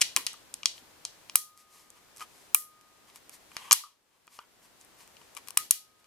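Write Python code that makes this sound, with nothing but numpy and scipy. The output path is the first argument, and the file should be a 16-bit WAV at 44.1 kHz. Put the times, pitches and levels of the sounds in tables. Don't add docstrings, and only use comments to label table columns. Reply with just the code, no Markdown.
import sys
import numpy as np
from scipy import signal
from scipy.fft import rfft, irfft, next_fast_len
from scipy.io import wavfile
from scipy.ndimage import uniform_filter1d, map_coordinates

SR = 44100
rng = np.random.default_rng(int(sys.argv[2]) if len(sys.argv) > 2 else 0)


def unload_audio(sound):
    columns = np.transpose(np.atleast_2d(sound))
    steps = np.round(np.clip(columns, -1, 1) * 32767)
    wavfile.write(sys.argv[1], SR, steps.astype(np.int16))


N = 267642


def amp(db):
    return 10 ** (np.asarray(db) / 20)


def unit(x):
    return x / np.sqrt(np.mean(x ** 2) + 1e-20)


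def along(points, hz):
    point_hz, value = np.transpose(points)
    return np.interp(np.log(hz + 1), np.log(point_hz + 1), value)


def filtered(x, response):
    m = next_fast_len(N + SR // 2)
    return irfft(rfft(x, m) * response(np.fft.rfftfreq(m, 1 / SR)), m)[..., :N]


def rush(spectrum, alike):
    def mid_side_gain(hz):
        turn = np.arccos(np.clip(along(alike, hz), -1, 1)) / 2
        return amp(along(spectrum, hz)) * [np.cos(turn), np.sin(turn)]

    mid, side = filtered(rng.standard_normal((2, N)), mid_side_gain)
    return unit(np.array([mid + side, mid - side]))


# start in seconds,
# excitation in dB, # hump centre in octaves over 1 kHz, hump narrowness in dB per octave squared, handle knock
# in dB re the hump.
CLICKS = [(0.0095, -29.0, 2.4, 7.0, -20.0), (0.0142, -14.0, 2.4, 13.0, -35.0), (0.0164, -9.5, 2.2, 7, -38),
          (0.0187, -16.5, 2.3, 7.0, -37.0), (0.0216, -15.5, 2.0, 7.0, -34.0),
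          (0.025, -26.0, 1.9, 6.0, -29.0), (0.1633, -13.5, 3.6, 2, -26), (0.1652, -17.5, 1.35, 9, -22),
          (0.1714, -23.0, 1.7, 3.0, -22.0), (0.2664, -16.0, 2.3, 8.0, -43.0),
          (0.2693, -22.0, 1.7, 8.0, -32.0), (0.3318, -43.5, 3.1, 18.0, -11.0),
          (0.3407, -53.5, 3.3, 13.0, 3.0), (0.5408, -31.5, 2.6, 9.0, -21.0),
          (0.632, -32.5, 1.9, 10.0, -13.0), (0.6571, -11, 2.3, 14, -22), (0.6595, -20, 2.3, 14, -22),
          (0.7796, -42, 1.7, 12, -26), (1.0509, -22.0, 2.4, 14.0, -22.0), (1.2966, -34.5, 2.1, 9.0, -11.0),
          (1.3554, -27, 1.4, 4, -3), (1.3569, -8, 3.7, 5, -25), (1.5755, -54.5, 3.7, 1.0, -23.0),
          (1.9029, -46.5, 2.9, 10.0, -9.0), (2.163, -51.5, 3.0, 4.0, -15.0),
          (2.1711, -48.0, 3.1, 9.0, -16.0), (2.1814, -50.0, 4.1, 1.0, -21.0),
          (2.1961, -45.0, 2.2, 7.0, -10.0), (2.2071, -40.5, 1.2, 4.0, -11.0),
          (2.2158, -52.5, 1.4, 2.0, 11.0), (2.2241, -47.5, 1.3, 2.0, 3.0), (2.5462, -4, 4, 8, -29),
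          (2.5483, -26, 1.5, 1.5, -12), (2.622, -52, 2.6, 6, -22), (2.8114, -56.0, 2.0, 3.0, -23.0),
          (3.0994, -49.0, 1.8, 13.0, -25.0), (3.159, -47.0, 3.6, 1.0, -13.0),
          (3.2944, -44.5, 4.1, 1.0, -23.0), (3.5166, -55.0, 1.2, 2.0, 4.0),
          (3.5668, -23.5, 1.6, 5.0, -31.0), (3.7107, -13, 1.9, 7, -10), (3.713, -18, 1.9, 9, 1),
          (3.7195, -12.0, 2.6, 11.0, -17.0), (3.723, -19.5, 2.9, 5.0, -13.0), (3.7278, -8, 3.4, 4, -21),
          (3.7298, -14, 2.9, 12, -12), (3.7352, -27, 2.8, 6, -4), (3.8364, -58, 2.2, 8, 10),
          (4.2695, -58.0, 3.3, 3.0, -11.0), (4.2777, -55.5, 1.3, 3.0, 2.0), (4.3895, -43.0, 1.9, 17.0, 5.0),
          (4.8124, -49.5, 2.8, 22.0, -19.0), (4.8485, -52.0, 3.3, 22.0, -23.0),
          (5.0763, -55.5, 3.9, 1.0, -13.0), (5.1678, -48.0, 1.9, 16.0, -13.0),
          (5.2153, -58.0, 1.2, 2.0, 1.0), (5.3501, -51, 3.7, 2, -11), (5.3674, -39, 1.5, 2, -8),
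          (5.3734, -42.0, 2.0, 1.0, -19.0), (5.474, -49.0, 2.4, 1.0, -19.0),
          (5.4847, -40.5, 3.6, 1.0, -10.0), (5.5059, -40.5, 3.8, 2.0, -7.0),
          (5.5719, -24.5, 1.8, 2.0, -21.0), (5.5732, -15.5, 4.2, 1.0, -13.0), (5.5753, -14.5, 3.5, 5, -29),
          (5.7089, -10.5, 3.7, 3, -25), (5.711, -17, 3.6, 3, -20), (5.7189, -39.0, 3.0, 6.0, -19.0),
          (6.0431, -55.0, 1.9, 10.0, -11.0)]
# frequency in Hz, level in dB, t60 in seconds at looseness 1.
TOOL = [(386, -16.5, 0.01), (983, -1.5, 0.012), (1185, 1.5, 0.016), (1384, -4, 0.0077), (1940, -2.5, 0.006),
        (2424, -1.5, 0.018), (2896, -0.5, .012), (3278, -3, .011), (3990, -3.5, .008), (4460, -7.5, 0.0082),
        (4490, -5.5, 0.0097), (5200, -4, 0.013), (5750, 0.5, .006), (6370, 1, 0.0069), (6850, -1, 0.008),
        (7700, 0.5, .006), (7800, 0, 0.0052), (8464, 2.5, 0.0074), (9130, 2, 0.007), (9810, 1, 0.0064),
        (10460, 4.5, 0.0054), (11464, 2.5, 0.0082), (12480, 0.5, .004), (13370, 1, 0.0051),
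        (15660, -2.5, 0.0037), (15900, -4.5, .003)]
# time in seconds, left-right difference in dB before scatter.
PLACE = [(0, 1.8), (3.4, 1.2), (3.72, 1.6), (4.8, 2.5), (5.2, 9), (5.52, 11), (5.56, 2), (6.07, 2)]
PLACE_SCATTER_DB = 1.2
LOOSE, LOOSE_PER_DB = 1.3, .022


def clicks(size=2048):
    out = np.zeros((2, N + size))
    t = np.arange(size) / SR
    hz, level_db, t60 = np.transpose(TOOL)[:, :, None]
    mode_chance = rng.standard_normal((len(CLICKS), 4, len(TOOL), 1))
    place_chance = rng.standard_normal(len(CLICKS))
    onset = 1 - np.exp(-(t / 0.0002) ** 2)
    for (s, *touch), (size_z, pitch_z, phase_z, angle_z), place_z in zip(CLICKS, mode_chance, place_chance):
        looseness = max(LOOSE + LOOSE_PER_DB * touch[-1], .3)
        fade_db = -60 * t / (t60 * looseness ** np.minimum(3500 / hz, 2))
        strength = amp(level_db + colour(hz, *touch) + 2.8 * size_z + fade_db)
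        phase = 2 * np.pi * hz * (1 + .015 * pitch_z) * t + 10 * phase_z
        modes = strength * np.exp(1j * phase)
        lead_rad = np.minimum(hz / 3500, 1) * (0.52 + 0.24 * angle_z)
        pair = (np.exp(1j * lead_rad.T * [[1], [-1]]) @ modes).imag
        pan_db = np.interp(s, *np.transpose(PLACE)) + PLACE_SCATTER_DB * place_z
        pan = amp(np.array([[pan_db], [-pan_db]]) / 2)
        out[:, round(s * SR):][:, :size] += pan * onset * pair
    return out[:, :N]


HANDLE_HZ, HANDLE_SLOPE_DB = 1250, 17
HANDLE_LOW_HZ, HANDLE_LOW_SLOPE_DB = 900, 5


def colour(hz, db, centre, focus_db, knock_db):
    steel_db = -focus_db * (np.log2((hz + 1) / 1000) - centre) ** 2
    above_oct = np.maximum(np.log2((hz + 1) / HANDLE_HZ), 0)
    below_oct = np.maximum(np.log2(HANDLE_LOW_HZ / (hz + 1)), 0)
    handle_db = knock_db - HANDLE_SLOPE_DB * above_oct - HANDLE_LOW_SLOPE_DB * below_oct
    return db + 10 * np.log10(amp(2 * steel_db) + amp(2 * handle_db))


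# start in seconds, pitch in Hz, level of the slow decay in dB,
# t60 of the slow decay in seconds, time in seconds when damping starts.
RINGS = [(1.357, 1237, -59, 2.7, 2.2), (2.212, 1243, -42.5, 0.15, 2.222), (2.549, 1235, -57, 2.02, 3.15),
         (5.578, 1242, -48.5, 0.95, 5.615), (5.749, 1252, -71.5, 7.4, 6.66)]


def ring():
    t = np.arange(N) / SR
    out = np.zeros(N)
    for s, hz, db, t60, stop in RINGS:
        age = np.maximum(t - s, 0)
        first_swing = amp(3.5 - 60 * age / .35)
        onset = 1 - np.exp(-age / 0.0022)
        damping = amp(-60 * np.maximum(t - stop, 0) / 0.09)
        fade = (amp(-60 * age / t60) + first_swing) * onset * damping
        out += amp(db) * fade * np.sin(2 * np.pi * hz * age)
    return out * amp([[1], [-1]])


# start in seconds, pitch in Hz, level in dB.
HOLLOW = [(.165, 370, -37), (.172, 1055, -33), (.821, 300, -53), (3.836, 1195, -39), (4.391, 1380, -47)]
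HOLLOW_T60_S, HOLLOW_RISE_S = .035, .0015
AFTER_DB, AFTER_T60_S = -13, .2


def hollow(size=8192):
    out = np.zeros(N + size)
    t = np.arange(size) / SR
    onset = 1 - np.exp(-t / HOLLOW_RISE_S)
    for (s, hz, db), z in zip(HOLLOW, rng.standard_normal((len(HOLLOW), 2, size))):
        slow_noise = uniform_filter1d(uniform_filter1d(z, size=150), size=150)
        a, b = unit(slow_noise)
        turn = 2 * np.pi * hz * t
        note = amp(-60 * t / HOLLOW_T60_S) * np.sin(turn)
        after = amp(AFTER_DB - 60 * t / AFTER_T60_S) * (a * np.sin(turn) + b * np.cos(turn))
        out[round(s * SR):][:size] += amp(db) * onset * (note + after)
    return out[:N] * amp([[1], [-1]])


# peak time in seconds, nominal length in seconds, skin level in dB,
# creak of the joints in dB re the skin.
RUBS = [(.78, .06, -58.5, -4.5), (1.6, .09, -62, -31), (1.77, .21, -60.5, -7.5), (1.97, .065, -67.5, 1.5),
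        (2.175, .056, -59, -19), (2.219, .054, -49.5, -.6), (2.38, .3, -65, -19.5), (3.09, .064, -65.5, .6),
        (3.163, .054, -57, -7), (3.34, .067, -53.5, -15.5), (3.556, .15, -64.5, -3.5),
        (3.66, .25, -58.5, 6), (3.77, .11, -69, 12), (3.88, .14, -81, 11), (4.149, .155, -82, 6),
        (4.35, .118, -59, -7), (4.42, .07, -74, 10), (4.646, .08, -64, -4.5), (4.813, .05, -63, -22),
        (5.011, .087, -59, -2.5), (5.23, .085, -70, -9), (5.378, .039, -55, .1), (5.488, .046, -56.5, -17),
        (6.0, .056, -73, -9.5)]
# frequency in Hz, relative density in dB per Hz.
SKIN = [(700, -32), (2000, 0), (3000, -5), (5000, 1), (8000, 0), (12000, -1), (16000, -19)]
RISE_SHARE = .45


def rubs():
    t = np.arange(N) / SR
    skin, body = np.zeros(N), np.zeros(N)
    for s, length_s, db, body_db in RUBS:
        share = np.where(t < s, RISE_SHARE, 1 - RISE_SHARE)
        stroke = amp(db) * np.exp(-2 * ((t - s) / (length_s * share)) ** 2)
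        skin += stroke
        body += amp(body_db) * stroke
    grain_db = map_coordinates(rng.standard_normal(N // 100 + 4), [np.arange(N) / 100])
    grain = unit(amp(grain_db))
    friction = skin * rush(SKIN, [(1000, 0.84)]) + body * creak()
    return grain * friction * amp([[1], [-1]])


# frequency in Hz, width in Hz, level in dB.
BODY = [(980, 190, -1), (1180, 90, 1.5), (1500, 900, -15.5), (2480, 1000, -10), (3170, 300, -7.5)]


def creak(rate_hz=900):
    jerks = (rng.random(N) < rate_hz / SR) * amp(2.8 * rng.standard_normal(N))
    drive = jerks + 0.13 * rng.standard_normal((2, N))

    def handles(hz):
        total = 0
        for k, (centre, width, db) in enumerate(BODY):
            resonance = 1j * hz * width / (centre * centre - hz * hz + 1j * hz * width)
            total = total + (-1) ** k * amp(db) * resonance
        return total * hz / (hz + 600)

    return unit(filtered(drive, handles))


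# frequency in Hz, t60 in seconds.
SHOP = [(300, .2), (1200, 0.15), (3500, 0.33), (8000, 0.26), (12000, .26), (16000, .2)]
# frequency in Hz, gain in dB.
WALLS = [(200, -24), (400, -14), (1100, 0), (2100, 1.5), (3300, -2.5), (5200, -6), (7400, -9.5),
         (10000, -8.5), (13000, -10), (16000, -16)]
ROOM_DB, WALL_DELAY_S = -11, .001
BROAD, MODAL, SHARPNESS = .4, .95, 1.5
SMOOTH_HZ, SMOOTH = 5200, 1.15
EVEN = .7


def shop(size=13312):
    out = np.zeros((2, N + SR))
    fine_hz = np.fft.rfftfreq(size, 1 / SR)
    hz, t, z = signal.stft(rng.standard_normal((len(CLICKS), 2, size)), SR, nperseg=256)
    decay = amp(-60 * t / along(SHOP, hz)[:, None])
    tails = signal.istft(z * decay, SR, nperseg=256)[1][..., :size]
    peaks = sum(amp(db) / (1 + ((fine_hz - mode_hz) * t60 * SHARPNESS) ** 2) for mode_hz, db, t60 in TOOL)
    low = 1 / (1 + (fine_hz / SMOOTH_HZ) ** 6)
    tool_gain = low * (BROAD + MODAL * peaks) + (1 - low) * SMOOTH
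    walls = tool_gain * amp(along(WALLS, fine_hz))
    for (s, db, centre, focus_db, knock_db), tail in zip(CLICKS, tails):
        contact = amp(colour(fine_hz, db, centre, EVEN * focus_db, knock_db))
        answer = irfft(rfft(tail) * contact * walls, size)[:, :size * 7 // 8]
        out[:, round((s + WALL_DELAY_S) * SR):][:, :answer.shape[1]] += answer
    return amp(ROOM_DB) * amp([[.8], [-.8]]) * out[:, :N]


# frequency in Hz, relative density in dB per Hz.
AIR = [(15, -42.5), (25, -9), (231, -6), (265, -4.5), (974, -6.5), (1210, -8), (2880, -11), (8310, -14.5),
       (15100, -19.5), (16400, -39)]
# frequency in Hz, left-right correlation.
ALIKE = [(60, 0.18), (1400, .3), (3100, 0.074), (7000, .03)]
# start in seconds, nominal depth in dB, return time constant in seconds.
DIPS = [(1.356, 9, .6), (2.546, 6.5, .6), (3.72, 16.5, .8), (5.66, 9, 1.1)]
DIP_S = .03
HUSH_DB, OPENING_DB, OPENING_S = -59.5, 3, .25


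def hush():
    t = np.arange(N) / SR
    level_db = HUSH_DB + OPENING_DB * np.exp(-(t / OPENING_S) ** 2)
    for s, depth_db, return_s in DIPS:
        age = np.maximum(t - s, 0)
        level_db -= depth_db * (1 - np.exp(-age / DIP_S)) * np.exp(-(age / return_s) ** 2)
    return amp(level_db) * rush(AIR, ALIKE) * amp([[.9], [-.9]])


def scene():
    return clicks() + ring() + hollow() + rubs() + shop() + hush()


TOP_HZ = 16500


def record(dry):
    rounded = dry / (1 + np.abs(dry) ** 6) ** (1 / 6)
    roll_off = [(14500, 1.5), (15700, -7.5), (16300, -14.5)]  # Hz, dB
    return filtered(rounded, lambda hz: amp(along(roll_off, hz)) * (hz < TOP_HZ))


dry = scene()
out = record(dry)
unload_audio(out)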